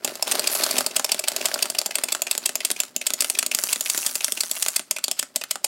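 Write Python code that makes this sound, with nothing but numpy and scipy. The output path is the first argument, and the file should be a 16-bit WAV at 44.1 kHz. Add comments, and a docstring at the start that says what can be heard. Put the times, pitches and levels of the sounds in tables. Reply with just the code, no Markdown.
"""Kitchen, hard floor, close by: a plastic wind-up rabbit waddles past at about six strides a second, slowing.
Each stride is a tick, a tap of the leg crank, a tock and a footfall: noise contacts through resonant modes.
Gear teeth whirr as trains of short noise pulses; other toys trundle over the floor and one is slid away.
The small room adds a ceiling echo and a short noise tail; still air lies under it all."""
import sys
import numpy as np
from scipy import signal
from scipy.fft import rfft, irfft
from scipy.io import wavfile

SR = 44100
rng = np.random.default_rng(int(sys.argv[2]) if len(sys.argv) > 2 else 0)


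def wav_out(sig):
    """Save sig, one row per channel (or a flat mono array), as 16-bit PCM at SR to the path in sys.argv[1]."""
    wavfile.write(sys.argv[1], SR, np.round(np.clip(np.atleast_2d(sig).T, -1, 1) * 32767).astype(np.int16))


N = 250034
TIME = np.arange(N) / SR
AGE = np.arange(2048) / SR  # time since a contact, s

# tick opening each stride, and the crank tap after it: start_s, tick_db, ring_hz, rattle_db, tap_db
TICKS = [(0.046, -20, 11700, -6, -41), (0.2246, -20, 5200, -12, -30.5), (0.3939, -20.5, 4300, -13, -27),
         (0.5502, -22.5, 7600, -6, -31), (0.7078, -22, 4400, 14, -30), (0.8628, -20.5, 4530, -7.5, -34.5),
         (1.0441, -20, 5450, -3, -27.5), (1.191, -22, 7460, 9, -27), (1.3628, -22.5, 4200, -9, -27),
         (1.5408, -22.5, 4450, -7, -29), (1.7001, -23.5, 8940, -12, -28.5),
         (1.8596, -21.5, 7100, -5.5, -29.5), (2.036, -19, 8560, -7, -27.5),
         (2.2187, -18.5, 7000, -10.5, -27), (2.3776, -21.5, 7360, -16, -44), (2.5547, -19.5, 6700, -9, -28),
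         (2.7133, -20.5, 9300, -12, -33.5), (2.963, -20, 7050, -17, -28), (3.1357, -20, 6900, -7, -46),
         (3.2989, -18.5, 8400, -11, -28.5), (3.4628, -21, 8200, -14, -22), (3.637, -19.5, 7240, -16, -28.5),
         (3.8078, -20.5, 6950, -8, -26.5), (3.976, -20, 7300, -9, -31.5), (4.1541, -21, 7200, -7.5, -28.5),
         (4.3209, -20, 8200, -14, -27.5), (4.5127, -19, 7760, -14, -32), (4.6835, -19, 7800, -12, -55),
         (4.91, -18, 6700, -14, -27.5), (5.1128, -21, 5130, -9, -50), (5.3593, -18, 7540, -8, -29.5),
         (5.6429, -18, 8600, -2.5, -40)]
# tock closing each stride, and the footfall after it: start_s, tock_db, ring_hz, rattle_db, fall_s, landing_db
TOCKS = [(0.1542, -33.5, 11900, -10, 0.016, -59), (0.3173, -18, 8550, -1, 0.036, -27),
         (0.471, -18, 4600, 15, 0.028, -34), (0.6353, -18.5, 4300, -3, 0.029, -28.5),
         (0.7811, -16.5, 7800, 15, .0261, -26.5), (0.9622, -16, 7860, 15, .0335, -26.5),
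         (1.1178, -17, 4600, -7, 0.027, -30.5), (1.2828, -16.5, 8150, -13.5, 0.035, -33.5),
         (1.4552, -16.5, 7600, -3, 0.03, -35), (1.6239, -17.5, 4400, 6, 0.032, -32),
         (1.7848, -18.5, 4530, 1, 0.03, -30), (1.9546, -17.5, 8400, -14.5, 0.03, -30),
         (2.121, -18, 7800, 12, 0.028, -27), (2.3116, -16.5, 8000, -12.5, .0393, -32),
         (2.457, -16.5, 7900, 9, 0.035, -29.5), (2.649, -17.5, 8200, -5, 0.054, -27),
         (2.8016, -16.5, 7300, -13, .033, -34.5), (3.0665, -16.5, 7600, -1, .0376, -28),
         (3.206, -16.5, 7400, -10, 0.039, -26.5), (3.3878, -15.5, 7900, -6, .0396, -26.5),
         (3.548, -16, 8200, -15, .0395, -26.5), (3.728, -16.5, 7900, -4.5, 0.031, -30),
         (3.8987, -17.5, 8440, -11, 0.048, -30.5), (4.0624, -18, 7940, 1, 0.03, -38),
         (4.2441, -17, 8010, -15, 0.037, -31.5), (4.4053, -19, 4500, -2, 0.029, -31.5),
         (4.6233, -18, 8200, -1, 0.039, -27.5), (4.7612, -16.5, 8500, 0, 0.033, -31.5),
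         (5.0402, -20, 4530, -9, 0.041, -29), (5.1914, -18, 7900, 14, 0.036, -31.5),
         (5.5092, -19, 7950, -3, 0.047, -33.5)]
# spectrum of the gear teeth: frequency_hz, density_db (per Hz)
TEETH = [(4000, -80), (5600, 12), (7600, 9.5), (9500, 10.5), (11500, 10), (13500, -6), (16000, -32)]


def from_db(db):
    """Decibels to gain."""
    return 10 ** (np.asarray(db) / 20)


def rms_one(x):
    """Scale to rms 1."""
    return x / np.sqrt(np.mean(x ** 2) + 1e-20)


def curve(rows):
    """Interpolate a two-column table over the scene."""
    s, values = np.transpose(rows)
    return np.interp(TIME, s, values)


def colour(x, points):
    """Shape a noise by a spectrum, falling 12 dB per octave below its first point."""
    hz, db = np.transpose(points)
    bins_hz = np.maximum(np.fft.rfftfreq(len(x), 1 / SR), 1)
    below = np.minimum(bins_hz / hz[0], 1) ** 2
    gain = from_db(np.interp(np.log(bins_hz), np.log(hz), db))
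    return irfft(rfft(x) * below * gain, len(x))


def colour_noise(points):
    """Noise of a given spectrum, rms 1."""
    return rms_one(colour(rng.standard_normal(N), points))


def band(x, low_hz, high_hz, order=2):
    """Causal Butterworth band-pass."""
    high_hz = min(high_hz, 0.48 * SR)
    return signal.sosfilt(signal.butter(order, [low_hz, high_hz], btype="band", fs=SR, output="sos"), x)


def resonate(x, hz, width_hz):
    """One two-pole resonance, gain 1 on top."""
    r = np.exp(-np.pi * width_hz / SR)
    zeros = np.array([1, 0, -1]) * (1 - r * r) / 2
    poles = [1, -2 * r * np.cos(2 * np.pi * hz / SR), r * r]
    return signal.lfilter(zeros, poles, x + 1e-18)


def body(x, modes):
    """Modes of a part ringing side by side."""
    return sum(from_db(db) * resonate(x, hz, width_hz) for hz, width_hz, db in modes)


def contact(snap_s, rattle_db, rattle_s, grit_db):
    """Noise burst: a snap peaking at snap_s, then uneven tiny rebounds peaking at rattle_s that settle."""
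    snap = (AGE / snap_s) ** 2 * np.exp(2 - 2 * AGE / snap_s)
    rebounds = np.repeat(from_db(grit_db * rng.standard_normal(len(AGE) // 32)), 32)
    swell = AGE / rattle_s * np.exp((1 - (AGE / rattle_s) ** 2) / 2)
    rattle = from_db(rattle_db) * swell * rebounds
    return rng.standard_normal(len(AGE)) * np.hypot(snap, rattle)


def add(out, start_s, sound, edges_hz, levels_db):
    """Place one hit, each register set to its own rms over the first 12 ms."""
    first, start = int(0.012 * SR), int(start_s * SR)
    for low_hz, high_hz, db in zip(edges_hz, edges_hz[1:], levels_db):
        part = band(sound, low_hz, high_hz, order=3)
        part = part * from_db(db) / np.sqrt(np.mean(part[:first] ** 2))
        out[start:start + len(part)] += part[:N - start]


def tooth_pulses(per_s, uneven, decay_s, spread_db):
    """Each tooth slipping into mesh gives a brief pulse; slack gears tick unevenly (in tooth spacings)."""
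    turned = np.cumsum(per_s) / SR
    teeth = np.arange(int(turned[-1]))
    slack, size = rng.standard_normal((2, len(teeth)))
    at = np.searchsorted(turned, teeth + slack * np.interp(teeth, turned, uneven))
    clicks = np.zeros(N)
    clicks[np.minimum(at, N - 1)] = from_db(spread_db * np.clip(size, -2, 2))
    pulse = (AGE / decay_s) ** 2 * np.exp(-AGE / decay_s)
    return rms_one(signal.fftconvolve(clicks, pulse)[:N])


def gear_train(per_s, uneven, teeth_gain, chatter_gain):
    """Teeth tick brightly and the gear case chatters, jolting at half the tooth rate."""
    # frequency_hz, density_db (per Hz)
    chatter_colour = [(900, -3.5), (1300, -0.5), (2000, -3.5), (2700, -3), (3600, -3.5), (4500, 1.5),
                      (5400, -2), (6500, -10)]
    per_s, uneven = per_s * np.ones(N), np.full(N, uneven)
    pulses = tooth_pulses(per_s, uneven, decay_s=0.00048, spread_db=2)
    jolts = tooth_pulses(per_s / 2, np.ones(N), decay_s=0.0008, spread_db=3)
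    # slack gears also grind between their ticks
    pulses = rms_one(np.hypot(pulses, 2 * uneven))
    teeth = teeth_gain * pulses * colour_noise(TEETH)
    chatter = chatter_gain * rms_one(pulses + jolts) * colour_noise(chatter_colour)
    return teeth + chatter


def efforts(tick_offset_db):
    """Every beat as (start_s, effort_db re the hardest tock), the ticks offset."""
    hardest_db = max(db for _, db, *_ in TOCKS)
    beat_sets = ((TICKS, tick_offset_db), (TOCKS, 0))
    return [(s, db + offset_db - hardest_db) for rows, offset_db in beat_sets for s, db, *_ in rows]


def still_air():
    """Steady faint noise, strongest in the bass."""
    # frequency_hz, density_db (per Hz)
    air_colour = [(25, 4), (60, -4), (100, -8), (150, -2), (260, -2), (600, -8), (2000, -16), (8000, -21),
                  (16000, -28)]
    return from_db(-59) * colour_noise(air_colour)


def rolling():
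    """Floor modes drum under trundling toys, whose gears rattle more steeply as they push harder."""
    # start_s, level_db
    push = [(0, -49.5), (.08, -37), (.22, -42), (.3, -33), (.45, -35), (.63, -31.5), (.79, -33.5),
            (.86, -40), (1.2, -45), (1.42, -35.5), (1.62, -37.5), (1.85, -45), (2.1, -43.5), (2.9, -58),
            (3.3, -50), (4, -60), (5.3, -59)]
    # floor modes: frequency_hz, width_hz, gain_db
    floor = [(140, 19, 1.5), (212, 8.2, -34), (260.7, 13.6, 10.5), (363, 130, 6), (539, 46, 7),
             (609, 62, -2.5), (780, 45, -16), (1190, 1100, -12)]
    teeth_per_s, uneven = 260, 0.2
    usual_db, steepness = -35, 2.02
    teeth_at_usual_db, chatter_at_usual_db = -41.5, -33.5
    level_db = curve(push)
    effort_db = steepness * (level_db - usual_db)
    jolts = tooth_pulses(np.full(N, teeth_per_s / 2), np.ones(N), decay_s=0.0011, spread_db=-1.5)
    floor_ring = body(jolts * rng.standard_normal(N), floor)
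    drum = from_db(level_db - 0.5) * rms_one(band(floor_ring, low_hz=215, high_hz=2400))
    teeth_gain = from_db(teeth_at_usual_db + effort_db)
    chatter_gain = from_db(chatter_at_usual_db + effort_db)
    train = gear_train(teeth_per_s, uneven, teeth_gain, chatter_gain)
    case = from_db(-12) * resonate(train, hz=4420, width_hz=120)
    return drum + train + case


def spin():
    """Gear motion: each beat sets it going by its strength, then it brakes; weaker as the spring runs down."""
    spin_s, run_down_db_per_s = 0.06, 2.6
    motion = np.zeros(N)
    for s, db in efforts(tick_offset_db=-8):
        motion += from_db(db) * (TIME > s) * np.exp(-((TIME - s) / spin_s) ** 2 / 2)
    return motion * from_db(-run_down_db_per_s * TIME)


def run_up(span_s):
    """Friction building before each beat, steeply more for a hard one; fades as the spring runs down."""
    steepness, fade_db_per_s = 2.4, 0.5
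    s, db = np.transpose(efforts(tick_offset_db=-4))
    drops = np.zeros(N)
    drops[(s * SR).astype(int)] = from_db(steepness * db - fade_db_per_s * s)
    # a decay run backwards in time
    return signal.lfilter([1], [1, -np.exp(-1 / (span_s * SR))], drops[::-1] + 1e-18)[::-1]


def gears():
    """The rabbit's gears spin in spurts, chatter under load and rub the pallet before each beat."""
    teeth_per_s, uneven = 150, 0.25
    teeth_db, chatter_db, load_db, rub_db = -37, -33, -25.5, -21.5
    motion, load = spin(), run_up(span_s=0.012)
    chatter_gain = from_db(chatter_db) * motion + from_db(load_db) * load
    train = gear_train(teeth_per_s, uneven, from_db(teeth_db) * motion, chatter_gain)
    # the pallet rubs along its tooth just before it drops
    rub = from_db(rub_db) * run_up(span_s=0.0016) * colour_noise(TEETH)
    return train + rub


def fullness_db(s):
    """Bass strength of a beat: thins as the rabbit walks up, then partly returns."""
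    # start_s, bass_db
    fullness = [(0, 4), (1.8, 1.5), (3.2, -10), (4.5, -9.5), (5.67, 0)]
    return np.interp(s, *np.transpose(fullness))


def beats():
    """Ticks and tocks as (start_s, thud_db, middle_db, bright_db, top_db, ring_hz, rattle_db)."""
    tick_registers_db, tock_registers_db = (-11, -5.5, 1.5, -5.5), (-17, -4, 1.5, -6.5)
    middle_follows, low_ring_db = 0.14, 2.5
    out = []
    for rows, registers_db in ((TICKS, tick_registers_db), (TOCKS, tock_registers_db)):
        for s, db, ring_hz, rattle_db, *_ in rows:
            bass_db = fullness_db(s)
            # a low ring swells the middle register
            middle_db = middle_follows * bass_db + low_ring_db * (ring_hz < 5500)
            levels_db = db + np.array(registers_db) + [bass_db, middle_db, 0, 0]
            out.append((s, *levels_db, ring_hz, rattle_db))
    return out


def escapement():
    """The anchor strikes the hollow shell from inside; each beat favours one mode of its own."""
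    # shell modes: frequency_hz, width_hz, gain_db
    shell = [(276, 43, 7), (550, 460, 4), (632, 62, 14.5), (860, 160, -4), (2674, 170, 9),
             (3300, 1040, 8.5), (4590, 275, 12.5), (5196, 370, 8.5), (7240, 1470, 10.5), (8220, 290, 10),
             (9400, 230, 7), (11480, 1900, 8)]
    out, edges_hz = np.zeros(N), [200, 1200, 5500, 10000, 17000]
    for s, *levels_db, ring_hz, rattle_db in beats():
        push = contact(snap_s=0.00082, rattle_db=rattle_db, rattle_s=0.0036, grit_db=-0.5)
        ring = from_db(17) * resonate(push, ring_hz, width_hz=330)
        add(out, s, push + body(push, shell) + ring, edges_hz, levels_db)
    return from_db(0.5) * out


def knocks(rows, registers_db):
    """Leg contacts (start_s, strength_db) as (start_s, thud_db, middle_db, bright_db)."""
    # start_s, bass_db
    leg_bass = [(0, 4), (1.3, 2), (2, 0.5), (2.8, -6.5), (3.4, -10), (3.9, -9.5), (4.6, -3), (5.2, -2.5),
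                (5.67, 6)]
    out = []
    for s, db in rows:
        if s < N / SR:
            bass_db = np.interp(s, *np.transpose(leg_bass))
            out.append((s, *(db + np.array(registers_db) + [bass_db, 0, 0])))
    return out


def feet():
    """Feet land with a short dull clack after each tock; after each tick the crank taps twice, 4-13 ms apart."""
    # leg and foot modes on the floor: frequency_hz, width_hz, gain_db
    legs = [(274, 23, 11.5), (378, 35, -4.5), (580, 130, 7.5), (778, 87, 1), (1370, 350, 0),
            (3200, 2900, -2.5), (4210, 56, -10), (7150, 350, 2), (8600, 190, 3), (9300, 170, 9)]
    # crank modes inside the hips: frequency_hz, width_hz, gain_db
    crank = [(670, 260, 9.5), (2610, 460, 24.5), (2910, 750, 5.5), (4520, 54, -9)]
    # extra foot knocks as the rabbit rocks: start_s, thud_db, middle_db, bright_db
    stumbles = [(0.0763, -31.5, -28, -32), (0.2776, -31, -28, -28), (0.3136, -47, -27.5, -21),
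                (0.767, -29.5, -26, -30.5), (1.276, -38, -28, -33), (1.5153, -37, -31, -37.5),
                (1.5582, -27.5, -42, -45), (3.2216, -40, -26.5, -22), (4.985, -45, -33, -32.5),
                (5.4378, -43, -29.5, -30.5)]
    landing_registers_db, tap_registers_db = (-2.5, 2, 2.5), (-8, 1, -1.5)
    # taps come a little later as the spring runs down
    tap_delay_s, tap_slowing_s_per_s = 0.0455, 0.0014
    out, edges_hz = np.zeros(N), [200, 1200, 5500, 17000]
    landings = [(s + fall_s, db) for s, *_, fall_s, db in TOCKS]
    taps = [(s + tap_delay_s + tap_slowing_s_per_s * s, db) for s, *_, db in TICKS]
    for s, *levels_db in knocks(landings, landing_registers_db) + stumbles:
        push = contact(snap_s=0.00055, rattle_db=-15, rattle_s=0.0035, grit_db=3)
        push = band(push, low_hz=120, high_hz=12000)
        add(out, s, push + body(push, legs), edges_hz, levels_db)
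    for s, *levels_db in knocks(taps, tap_registers_db):
        push = contact(snap_s=0.00076, rattle_db=1.5, rattle_s=0.0031, grit_db=2.5)
        push = band(push, low_hz=170, high_hz=10700)
        second_tap = np.roll(push, int(rng.uniform(0.0044, 0.013) * SR))
        push = push + from_db(-10.5) * second_tap
        add(out, s, push + body(push, crank), edges_hz, levels_db)
    return from_db(0.5) * out


def slide():
    """A toy slid away by hand: its plastic feet hiss over the fine grain of the floor."""
    # start_s, level_db
    skid = [(0, -120), (.49, -90), (.505, -32), (.53, -22), (.58, -29), (.7, -38), (.8, -33), (.86, -60),
            (.9, -120)]
    # frequency_hz, density_db (per Hz)
    hiss_colour = [(5000, -15), (8000, -11), (10500, 1), (12000, 0), (13600, -5), (16000, -28)]
    grain = tooth_pulses(np.full(N, 900), np.ones(N), decay_s=0.00035, spread_db=3)
    return from_db(curve(skid)) * grain * colour_noise(hiss_colour)


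def whirr():
    """A free-running gear train buzzes faster and louder together; fine teeth add a thin top sizzle."""
    # start_s, level_db
    run = [(3.19, -75), (3.24, -37), (3.33, -38), (3.42, -54), (3.52, -51.5), (3.58, -33), (3.72, -30.5),
           (3.79, -41), (3.86, -32), (4, -28.5), (4.18, -35.5), (4.42, -37.5), (4.62, -33), (4.79, -40.5),
           (4.85, -75.5)]
    usual_db, usual_teeth_per_s, db_per_octave = -33, 185, 24
    teeth_db, chatter_db = -3.5, -9  # re the run level
    level_db = curve(run)
    per_s = usual_teeth_per_s * 2 ** ((level_db - usual_db) / db_per_octave)
    teeth_gain, chatter_gain = from_db(level_db + teeth_db), from_db(level_db + chatter_db)
    train = gear_train(per_s, 0.15, teeth_gain, chatter_gain)
    sizzle = from_db(5) * resonate(train, hz=15000, width_hz=1900)
    return train + sizzle


def belly(x):
    """One broad low resonance of the hollow belly, fuller as the rabbit comes close, then thinner."""
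    # start_s, gain_db (at the resonance)
    closeness = [(0, -3), (1.9, -5.5), (2.8, 6), (4, 7), (5.67, -4)]
    return x + (from_db(curve(closeness)) - 1) * resonate(x, hz=238, width_hz=270)


def kitchen(x, ceiling_s, ceiling_db):
    """A ceiling echo and a diffuse noise tail whose treble lingers slightly longer."""
    # frequency_hz, gain_db
    room_colour = [(120, 12), (260, 4.5), (600, 4), (1200, 5), (2500, 2), (4600, 0.5), (8000, 1.5),
                   (12000, -6), (16000, -21)]
    t60_s, treble_t60_s, tail_db = 0.18, 0.22, -16
    t = TIME[:SR]
    noise = colour(rng.standard_normal(SR), room_colour)
    dull = colour(noise, [(20, 0), (900, 0), (5000, -20)])
    tail = dull * from_db(-60 * t / t60_s) + (noise - dull) * from_db(-60 * t / treble_t60_s)
    onset = 1 - np.exp(-(t / 0.00077) ** 2)
    response = from_db(tail_db) * rms_one(tail * onset) / np.sqrt(SR)
    response[int(ceiling_s * SR)] += from_db(ceiling_db)
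    return signal.fftconvolve(x, response)[:N]


def scene():
    """The toys, their room and the still air."""
    toys = belly(rolling() + gears() + escapement() + feet() + slide() + whirr())
    room = kitchen(toys, ceiling_s=0.016, ceiling_db=-24)
    return (toys + room + still_air())[None]


def record(dry):
    """A small microphone: rounded peaks, thin bass, the top cut off."""
    rounded = 1.531 * np.tanh(dry / 1.892)
    thin = signal.sosfilt(signal.butter(2, 120, "high", fs=SR, output="sos"), rounded)
    # 16 kHz low-pass, 0.3 dB ripple, 70 dB stop band
    return signal.sosfilt(signal.ellip(10, 0.3, 70, 16000, fs=SR, output="sos"), thin)


dry = scene()
out = record(dry)
wav_out(out)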